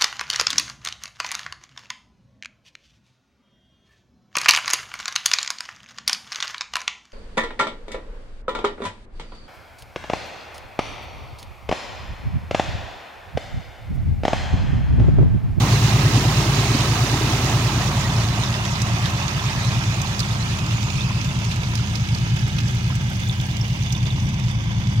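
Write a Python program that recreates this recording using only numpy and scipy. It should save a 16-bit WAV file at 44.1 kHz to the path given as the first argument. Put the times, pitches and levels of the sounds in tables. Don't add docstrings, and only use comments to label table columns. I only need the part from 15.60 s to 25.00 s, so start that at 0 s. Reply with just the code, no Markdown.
import sys
import numpy as np
from scipy import signal
from scipy.fft import rfft, irfft, next_fast_len
from scipy.io import wavfile
from scipy.ndimage import uniform_filter1d, map_coordinates

SR = 44100
rng = np.random.default_rng(int(sys.argv[2]) if len(sys.argv) > 2 else 0)


def store_pcm(level_fs):
    pcm = np.round(np.clip(level_fs, -1, 1) * 32767).astype(np.int16)
    wavfile.write(sys.argv[1], SR, np.atleast_2d(pcm).T)


N = 414533


def amp(db):
    return 10 ** (np.asarray(db) / 20)


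def unit(x):
    return x / np.sqrt(np.mean(x ** 2) + 1e-20)


def along(points, hz):
    f, value = np.transpose(points)
    return np.interp(np.log(hz + 1), np.log(f + 1), value)


def curves(rows):
    s, *columns = np.transpose(rows)
    return [np.interp(np.arange(N) / SR, s, column) for column in columns]


def wobble(rate):
    knots = rng.standard_normal(int(N * rate / SR) + 4)
    return map_coordinates(knots, [np.arange(N) * rate / SR])


def delayed(x, lag):
    return map_coordinates(x, [np.arange(N) - lag], mode="nearest")


def add_at(out, s, sound):
    start = round(s * SR)
    out[..., start:start + sound.shape[-1]] += sound


def filtered(x, response):
    m = next_fast_len(N + SR // 2)
    return irfft(rfft(x, m) * response(np.fft.rfftfreq(m, 1 / SR)), m)[..., :N]


def coloured(x, spectrum):
    return unit(filtered(x, lambda hz: amp(along(spectrum, hz))))


def resonate(x, modes):
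    def response(f):
        total = 0
        for k, (centre, width, db) in enumerate(modes):
            damping = 1j * f * width
            total = total + (-1) ** k * amp(db) * damping / (centre * centre - f * f + damping)
        return total
    return unit(filtered(x, response))


def spread(pair, alike):
    def mid_side(hz):
        angle = np.arccos(np.clip(along(alike, hz), -1, 1)) / 2
        return np.array([np.cos(angle), np.sin(angle)])
    mid, side = filtered(pair, mid_side)
    return unit(np.array([mid + side, mid - side]))


def bubbles(rate, centre_hz, scatter, cycles, size_db, rise):
    u = rng.random((int(rate * N / SR), 4))
    hz = np.minimum(centre_hz * np.exp(scatter * (2 * u[:, 1:2] - 1)), SR / 3)
    t = np.arange(int(cycles * SR / centre_hz * np.exp(scatter / 2)) + 2) / SR
    age = t * hz / cycles
    size = amp(-size_db * np.log(np.maximum(u[:, 2:3], 1 / 100)))
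    tone = np.sin(2 * np.pi * hz * t * (1 + rise * np.minimum(age, 1) / 2))
    ring = size * tone * amp(-60 * age) * (1 - np.exp(-2 * hz * t))
    at = (u[:, :1] * N).astype(int) + np.arange(len(t))
    return unit(np.bincount(at.ravel(), ring.ravel(), N)[:N])


def bubble_pair(**settings):
    return np.array([bubbles(**settings) for _ in range(2)])


def strikes(count_of_blows, scatter_db):
    hit = np.diff(np.floor(count_of_blows), prepend=0) > 0
    return hit * amp(scatter_db * rng.standard_normal(N))


# t/s, heading (0 facing the pond .. 1 facing the bank)
MICROPHONE_HEADING = [(0, 0.18), (1.8, 0.21), (3.1, 0.74)]


def facing_bank():
    heading, = curves(MICROPHONE_HEADING)
    return heading


CREEP_START_S = 3.94


def crept():
    return np.maximum(np.arange(N) / SR - CREEP_START_S, 0)


# t/s, amplitude share of the direct sound
ECHO_STRENGTH = [(0, 0.03), (6.2, 0.11), (6.8, 0.22), (7.6, 0.18), (8.2, 0.074)]
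ECHO_MS, ECHO_MS_PER_S = 1.98, 0.127


def off_the_bank(x):
    delay_ms = ECHO_MS + ECHO_MS_PER_S * crept()
    strength, = curves(ECHO_STRENGTH)
    n = np.arange(N)
    echo = np.array([np.interp(n - delay_ms * SR / 1000, n, side) for side in x])
    return (x + strength * echo) / np.sqrt(1 + strength ** 2)


# relative level/dB facing the pond, relative level/dB facing the bank
EXHAUST_LINES = [(-51, -52), (-58, -47), (-48, -45), (-25.5, -34.5), (-42, -40), (-50, -41), (-30, -30.5),
                 (-39, -35), (-30, -37), (-18.5, -26.5), (-23, -28), (-25.5, -34), (-22, -34), (-39, -38),
                 (-42, -42), (-34.5, -32), (-38, -35), (-50, -45.5), (-34, -35), (-37, -42.5)]
# f/Hz, width/Hz, relative level/dB
PIPE_MODES = [(87, 27, -9.5), (114.1, 15.8, 0.5), (151, 41, -9), (195, 31, -14), (224, 30, -16.5),
              (321, 100, -25)]
# t/s, level/dB
THROB_LEVEL = [(0, -17.5), (0.35, -16.5), (1.25, -20.5), (2.65, -20.5), (2.95, -24), (3.35, -22),
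               (3.6, -25), (4.15, -22), (4.55, -24), (5.6, -22.5), (5.95, -23), (6.35, -22.5), (7.0, -22),
               (8.15, -24), (8.5, -21), (9.0, -23), (9.25, -20.5)]
PUFF_AT, BOOM_AT = 0.385, 0.24


def exhaust(cycle, heading, rough_db, uneven_db):
    lines = np.zeros(N)
    stroke_db = uneven_db * wobble(19)
    for order, (pond_db, bank_db) in enumerate(EXHAUST_LINES, 3):
        crest = BOOM_AT if 9 < order < 15 else PUFF_AT
        phase = 2 * np.pi * order * (cycle - crest)
        phase += (order > 18) * rng.uniform(0, 2 * np.pi)
        waver_db = (order > 7) * (.4 + .6 * heading) * stroke_db + .9 * wobble(4)
        line_db = pond_db + (bank_db - pond_db) * heading + waver_db
        lines += amp(line_db) * np.cos(phase)
    steady = lines / np.sqrt(uniform_filter1d(lines ** 2, SR // 2, mode="reflect"))
    gas = rng.standard_normal((2, N))
    pipe = spread(resonate(gas, PIPE_MODES), [(100, 0.97), (300, 0.75)])
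    rumble = coloured(pipe, [(20, -2), (70, -1.5), (130, -0.5), (220, 2), (380, -6.5), (600, -34), (1500, -60)])
    throb_db, = curves(THROB_LEVEL)
    return amp(throb_db) * (steady + amp(rough_db + 5.8 * heading) * rumble)


# f/Hz, relative spectral level/dB per Hz
BLOCK_COLOUR = [(160, -32), (280, 8.5), (373, 4.5), (450, -3.5), (489, 0.5), (1010, 4), (1330, 7),
                (1470, 5), (1630, 7.5), (1890, -7), (3600, -1.5), (3920, -27), (5880, -4.5), (7580, -48),
                (16000, -44.5)]
# f/Hz, width/Hz, relative level/dB
CASING_MODES = [(992, 110, 4.5), (1824, 68, 0), (2143, 280, 3.5), (2550, 82, 4.5), (2840, 340, -1.5),
                (3550, 170, 3), (4725, 130, -1), (6310, 350, -4.5)]
# f/Hz, coherence
ENGINE_LIKENESS = [(130, 0.9), (300, 0.047), (700, 0.88), (1500, 0.91), (3000, 0.082), (7000, .1)]


def clatter(cycle, block_db, casing_db):
    def beat(order, lag):
        return np.cos(2 * np.pi * order * (cycle - lag))
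    pulse = amp(1.4 * beat(order=1, lag=.67) + 1.3 * beat(order=2, lag=.66) + 1.3 * beat(order=6, lag=.66))

    def rattle():
        return pulse * spread(rng.standard_normal((2, N)), ENGINE_LIKENESS)
    block = amp(block_db) * coloured(rattle(), BLOCK_COLOUR)
    casing = amp(casing_db) * resonate(rattle(), CASING_MODES)
    return block + casing


# t/s, relative peak level/dB
STEEL_SCRAPES = [(2.4984, -22), (2.8355, -15.5), (2.9414, -20.5), (3.456, -22), (3.7943, -23),
                 (4.6299, -23), (5.3, -28), (5.4081, -21.5), (5.6895, -25), (5.9145, -24), (7.615, -33),
                 (7.634, -29), (7.668, -31), (7.6954, -20), (7.8005, -22.5), (7.825, -37), (7.905, -32),
                 (8.1, -39), (8.245, -31), (8.268, -33), (8.304, -22.5), (8.3509, -25), (8.405, -31),
                 (8.4564, -26), (8.5041, -25), (8.5989, -27), (8.91, -32)]
# f/Hz, width/Hz, relative level/dB
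STEEL_MODES = [(3540, 45, 2), (3690, 100, -4), (6030, 170, -8)]


def chinks(cycle, scrape_t60, gain_db, chatter_db, spells_db):
    out, t = np.zeros(N + SR), np.arange(SR // 10) / SR
    modes = sum(amp(db) * np.sin(2 * np.pi * hz * t) * np.exp(-np.pi * width * t)
                for hz, width, db in STEEL_MODES)
    for s, db in STEEL_SCRAPES:
        scrape = rng.standard_normal(len(t)) * amp(-60 * t / scrape_t60)
        ring = signal.fftconvolve(scrape, modes)[:len(t)]
        add_at(out, s, amp(db + gain_db) * ring / np.abs(ring).max())
    taps = strikes(2 * cycle + .15 * wobble(25), scatter_db=4)
    chatter = unit(amp(spells_db * wobble(2.28)) * signal.oaconvolve(taps, modes)[:N])
    return out[:N] + amp(chatter_db) * chatter


# t/s, turns per second
SHAFT_SPEED = [(0, 18.609), (0.4, 18.567), (2.2, 18.879), (5.9, 18.811), (7.8, 18.835), (9.4, 18.788)]


def engine():
    turns, = curves(SHAFT_SPEED)
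    heading = facing_bank()
    cycle = np.cumsum(turns) / SR / 2
    rattling = off_the_bank(clatter(cycle, block_db=-37.0, casing_db=-37.5))
    steel = chinks(cycle, scrape_t60=0.0125, gain_db=2.5, chatter_db=-58, spells_db=-1)
    metal = rattling + steel
    left, right = exhaust(cycle, heading, rough_db=-9.2, uneven_db=0.9) + metal
    return np.array([delayed(left, 14 * heading), right])


# t/s, f/Hz, peak level/dB
PUMP_HUM = [(0, 153, -26), (0.68, 153, -25), (0.88, 146, -30), (1.1, 132.3, -34), (4.5, 132.5, -35),
            (6.3, 132.5, -31), (9.4, 132.4, -33)]


def pump():
    hz, db = curves(PUMP_HUM)
    return amp(db) * np.sin(2 * np.pi * np.cumsum(hz) / SR)


def gush_db(level):
    pond_db, turn_db, db_per_s = level
    return pond_db - turn_db * facing_bank() - db_per_s * crept()


def patchy(x, depth_db):
    heading = facing_bank()
    z = signal.stft(x, nperseg=512)[2]
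    field = rng.standard_normal(z.shape[1:])
    field = uniform_filter1d(uniform_filter1d(field, size=5, axis=0), size=7, axis=1)
    uneven = signal.istft(z * amp(depth_db * unit(field)), nperseg=512)[1][:, :N]
    return unit(heading * uneven + (1 - heading) * x)


# f/Hz, relative spectral level/dB per Hz
GURGLE_COLOUR = [(120, -46), (200, -6), (250, -5.5), (380, -4), (500, -13), (800, -30.5)]
SPLASH_COLOUR = [(300, -66), (420, -40), (540, -10), (720, -2), (1000, -1), (1300, 1), (1520, -17.5),
                 (2200, -28.5)]
SPRAY_COLOUR = [(900, -31), (1450, -11.5), (1700, -5), (2200, -4), (2750, 2.5), (3300, 0), (3900, 4),
                (4500, 2.5), (6850, 2.5), (7400, -4), (9000, -8), (11000, -15), (13500, -15), (16000, -38)]
# base level/dB facing the pond, loss/dB by turning to the bank, loss/dB per s of creeping
GURGLE_FADE = (-25, 20.1, 2.74)
SPLASH_FADE = (-29, 8.7, 5.4)
SPRAY_FADE = (-26.5, 11.33, 2.17)
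# f/Hz, coherence
GUSH_LIKENESS = [(130, 1), (300, 1), (640, 1), (1400, 0.21), (3000, 0.034), (7000, 0.043)]
POND_LEAD_MS, BANK_LEAD_MS = 0.23, -0.29


def slurry():
    gurgle_db, splash_db, spray_db = gush_db(GURGLE_FADE), gush_db(SPLASH_FADE), gush_db(SPRAY_FADE)

    def hiss():
        return rng.standard_normal((2, N))
    big = bubble_pair(rate=200, centre_hz=309.3, scatter=0.456, cycles=15.0, size_db=2.0, rise=0.23)
    small = bubble_pair(rate=480, centre_hz=899.0, scatter=0.586, cycles=30, size_db=1.0, rise=0.12)
    drops = bubble_pair(rate=2000, centre_hz=3823, scatter=0.96, cycles=71.0, size_db=0.0, rise=0.14)

    gurgle = amp(gurgle_db) * coloured(spread(big + 8 * hiss(), GUSH_LIKENESS), GURGLE_COLOUR)
    splash_gain = amp(splash_db + 1.53 + 0.5 * wobble(14))
    wash = spread(small + 2.5 * hiss(), GUSH_LIKENESS)
    splash = splash_gain * off_the_bank(coloured(wash, SPLASH_COLOUR))
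    fizz = spread(patchy(drops + 1.0 * hiss(), depth_db=3.2), GUSH_LIKENESS)
    spray_gain = amp(spray_db + 2.5 + 0.91 * wobble(16))
    spray = spray_gain * off_the_bank(coloured(fizz, SPRAY_COLOUR))

    left, right = gurgle + splash + spray
    heading = facing_bank()
    lead_ms = POND_LEAD_MS * (1 - heading) + BANK_LEAD_MS * heading
    return np.array([left, delayed(right, lead_ms * SR / 1000)])


# t/s, relative peak level/dB, starting f/Hz
AIR_POCKETS = [(0.135, -14, 395), (0.572, -11, 264), (0.651, -12, 275), (0.697, -17, 282), (1.147, -8, 258),
               (2.211, -19, 1200), (2.775, -18.5, 706), (2.986, -22, 726), (3.213, -25, 1010),
               (3.296, -20.5, 670), (3.598, -23, 855), (3.839, -28, 1200), (3.906, -22, 851),
               (4.347, -21, 840), (5.506, -21, 1010), (6.196, -27, 1380), (6.33, -36, 750), (7.3, -25, 990),
               (7.324, -28, 1280)]


def glugs(cycles, rise, gain_db):
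    out, t = np.zeros(N + SR), np.arange(SR // 8) / SR
    for s, db, hz in AIR_POCKETS:
        life = cycles / np.sqrt(hz * 300)
        age = t / life
        tone = np.sin(2 * np.pi * hz * t * (1 + rise * np.minimum(age, 1)))
        ring = tone * amp(-60 * age) * (1 - np.exp(-10 * age))
        add_at(out, s, amp(db + gain_db) * ring / np.abs(ring).max())
    return out[:N]


# t/s, relative peak level/dB, centre f/Hz
MUD_LUMPS = [(3.051, -17, 3520), (3.217, -12, 5750), (3.456, -14.5, 3512), (4.416, -17.5, 6160),
             (4.592, -13, 4650), (4.6017, -12, 4270), (6.153, -18, 5110), (6.353, -17, 4670),
             (6.547, -18.5, 4700), (6.764, -21, 2920), (6.9844, -15.5, 3170), (7.079, -24, 5030),
             (8.323, -19, 5900)]
# f/Hz, relative spectral level/dB per Hz
SMACK_COLOUR = [(1200, -24), (2400, 5.5), (3500, 1), (6500, 6), (7600, -3), (9500, -12), (13000, -7),
                (16000, -12)]
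SPLAT_T60_S, SPLAT_ATTACK_S = 0.037, 0.0009


def splats(width, gain_db):
    out, t = np.zeros((2, N + SR)), np.arange(SR // 16) / SR
    f = np.fft.rfftfreq(len(t), 1 / SR)
    for s, db, hz in MUD_LUMPS:
        envelope = amp(-60 * t / SPLAT_T60_S) * (1 - np.exp(-t / SPLAT_ATTACK_S))
        burst = rng.standard_normal((2, len(t))) * envelope
        damping = 1j * f * width * hz
        cavity = damping / (hz * hz - f * f + damping)
        snap = irfft(rfft(burst) * cavity * amp(along(SMACK_COLOUR, f) / 2), len(t))
        add_at(out, s, amp(db + gain_db) * snap / np.abs(snap).max(axis=1, keepdims=True))
    return out[:, :N]


# t/s, relative peak level/dB, starting f/Hz
SMALL_BUBBLES = [(3.12, -24, 6560), (3.19, -31, 6600), (3.68, -25, 6700), (4.97, -24, 6870),
                 (5.06, -29, 6960), (5.17, -26, 6800), (5.24, -24, 7200), (5.32, -28, 6800),
                 (7.0, -27, 5600), (7.52, -28, 2990), (7.753, -26, 2950), (8.012, -17, 5430),
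                 (8.225, -24, 6050), (8.378, -24, 5700), (8.582, -34, 5780), (8.603, -30, 5840),
                 (8.655, -28, 5600), (8.668, -27, 5800)]


def pings(t60, rise, gain_db):
    out, t = np.zeros(N + SR), np.arange(SR // 20) / SR
    for s, db, hz in SMALL_BUBBLES:
        age = t / t60
        tone = np.sin(2 * np.pi * hz * t * (1 + rise * age))
        ring = tone * amp(-60 * age) * (1 - np.exp(-20 * age))
        add_at(out, s, amp(db + gain_db) * ring / np.abs(ring).max())
    return out[:N]


def patter(rate, size_db, t60, level_db):
    heading = facing_bank()
    spray_db = gush_db(SPRAY_FADE)
    u = rng.random((int(rate * N / SR), 2))
    size = amp(-size_db * np.log(np.maximum(u[:, 1], 1 / 10)))
    landings = np.bincount((u[:, 0] * N).astype(int), size ** 2, N)
    t = np.arange(SR // 10) / SR
    energy = np.abs(signal.fftconvolve(landings, amp(-60 * t / t60) ** 2)[:N])
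    drops = bubble_pair(rate=2500, centre_hz=6220, scatter=1.0, cycles=3.8, size_db=2.0, rise=0.19)
    smacks = coloured(np.sqrt(energy) * drops, SMACK_COLOUR)
    return heading * amp(level_db + spray_db / 2) * smacks


# t/s, relative level/dB
BRIGHT_CRACKS = [(3.2184, -31), (3.5035, -30), (4.416, -26), (4.6022, -31), (5.1245, -37), (5.2323, -37),
                 (5.6757, -37), (6.1532, -29), (6.88, -30), (7.091, -40), (7.1498, -32), (7.2946, -32),
                 (7.3562, -29), (7.5, -31), (7.6882, -30), (7.8116, -30), (7.865, -31), (8.0805, -34),
                 (8.165, -36), (8.3242, -30), (8.7957, -38), (9.2007, -43), (9.3324, -38)]


def cracks(t60, gain_db):
    out, t = np.zeros((2, N + SR)), np.arange(SR // 40) / SR
    for s, db in BRIGHT_CRACKS:
        add_at(out, s, amp(db + gain_db - 60 * t / t60) * rng.standard_normal((2, len(t))))
    bright = [(3000, -30), (7000, 6), (9500, -3), (14000, -5), (16000, -10)]
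    return filtered(out[:, :N], lambda hz: amp(along(bright, hz)))


FLURRY_S, FLURRY_DB, TICKING_DB = 8, -51, -69
FLURRY_RISE_DB_PER_S, FLURRY_FALL_DB_PER_S = 4, 10.5


def droplets(clump_db):
    late = np.arange(N) / SR - FLURRY_S
    flurry_db = FLURRY_DB + np.minimum(FLURRY_RISE_DB_PER_S * late, -FLURRY_FALL_DB_PER_S * late)
    level_db = np.maximum(TICKING_DB, flurry_db)
    ticks = bubble_pair(rate=130, centre_hz=8800, scatter=0.3, cycles=12, size_db=2.8, rise=0.1)
    mist = bubble_pair(rate=730, centre_hz=12600, scatter=0.091, cycles=12, size_db=2.0, rise=.1)
    clumped = amp(clump_db * np.minimum(wobble(14), 1)) * ticks
    colour = [(3000, -6), (6500, 1.5), (9000, -2), (13000, -4.0), (16000, 9)]
    return amp(level_db) * coloured(clumped + 0.76 * mist, colour)


def swept(x, band, width_octaves):
    hz, s, z = signal.stft(x, SR, nperseg=1024)
    when, centre_hz, gain_db = np.transpose(band)
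    octaves = np.log2((hz[:, None] + 1) / np.interp(s, when, centre_hz))
    bell = amp(np.interp(s, when, gain_db) * np.exp(-(octaves / width_octaves) ** 2 / 2))
    return signal.istft(z * bell, SR, nperseg=1024)[1][:, :N]


# t/s, centre f/Hz, gain/dB
HOLLOW_BAND = [(4.0, 1890, 3), (5.4, 1620, -1), (6.1, 1360, -1.5), (6.9, 1060, -5), (7.5, 1161, -6),
               (8.2, 1350, -8), (9.4, 1360, -6.5)]
BRIGHT_BAND = [(3.3, 2500, 1), (4.3, 2470, 4.5), (4.8, 2552, 1), (5.45, 2550, 8.5), (6.3, 2754, 0.5),
               (6.8, 3037, 3), (7.4, 2900, -0.5), (8.1, 2880, 5), (9.4, 2540, -5)]


def scene():
    lumps = glugs(cycles=11.4, rise=0.042, gain_db=-4.5) + splats(width=0.25, gain_db=0.0)
    lumps = lumps + pings(t60=0.023, rise=0.057, gain_db=-7.0)
    spatter = patter(rate=43, size_db=4.0, t60=0.047, level_db=-19.5)
    spatter = spatter + droplets(clump_db=8.5) + cracks(t60=0.024, gain_db=-1.0)
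    hollowed = swept(engine() + slurry(), HOLLOW_BAND, width_octaves=0.23)
    drifting = swept(hollowed, BRIGHT_BAND, width_octaves=0.055)
    return drifting + pump() + lumps + spatter


# f/Hz, left-right level/dB before the long waves are evened out
PORT_DIFFERENCE = [(200, 1), (450, -2.5), (700, -1), (1300, -4), (2400, -4), (3500, -7.5), (4600, -10),
                   (6200, -24), (7000, -6), (7800, 9), (9000, 19), (10500, 5.5), (12000, 0), (14000, -13)]
TOP_HZ = 15900


def record(dry):
    def ports(hz):
        treble_share = hz ** 2 / (hz ** 2 + 300 ** 2)
        tilt = amp(along(PORT_DIFFERENCE, hz) * treble_share)
        equal_power = np.sqrt(2 / (1 + tilt ** 2))
        return np.array([tilt, np.ones_like(tilt)]) * equal_power * (hz < TOP_HZ)
    return filtered(dry, ports)


dry = scene()
out = record(dry)
store_pcm(out)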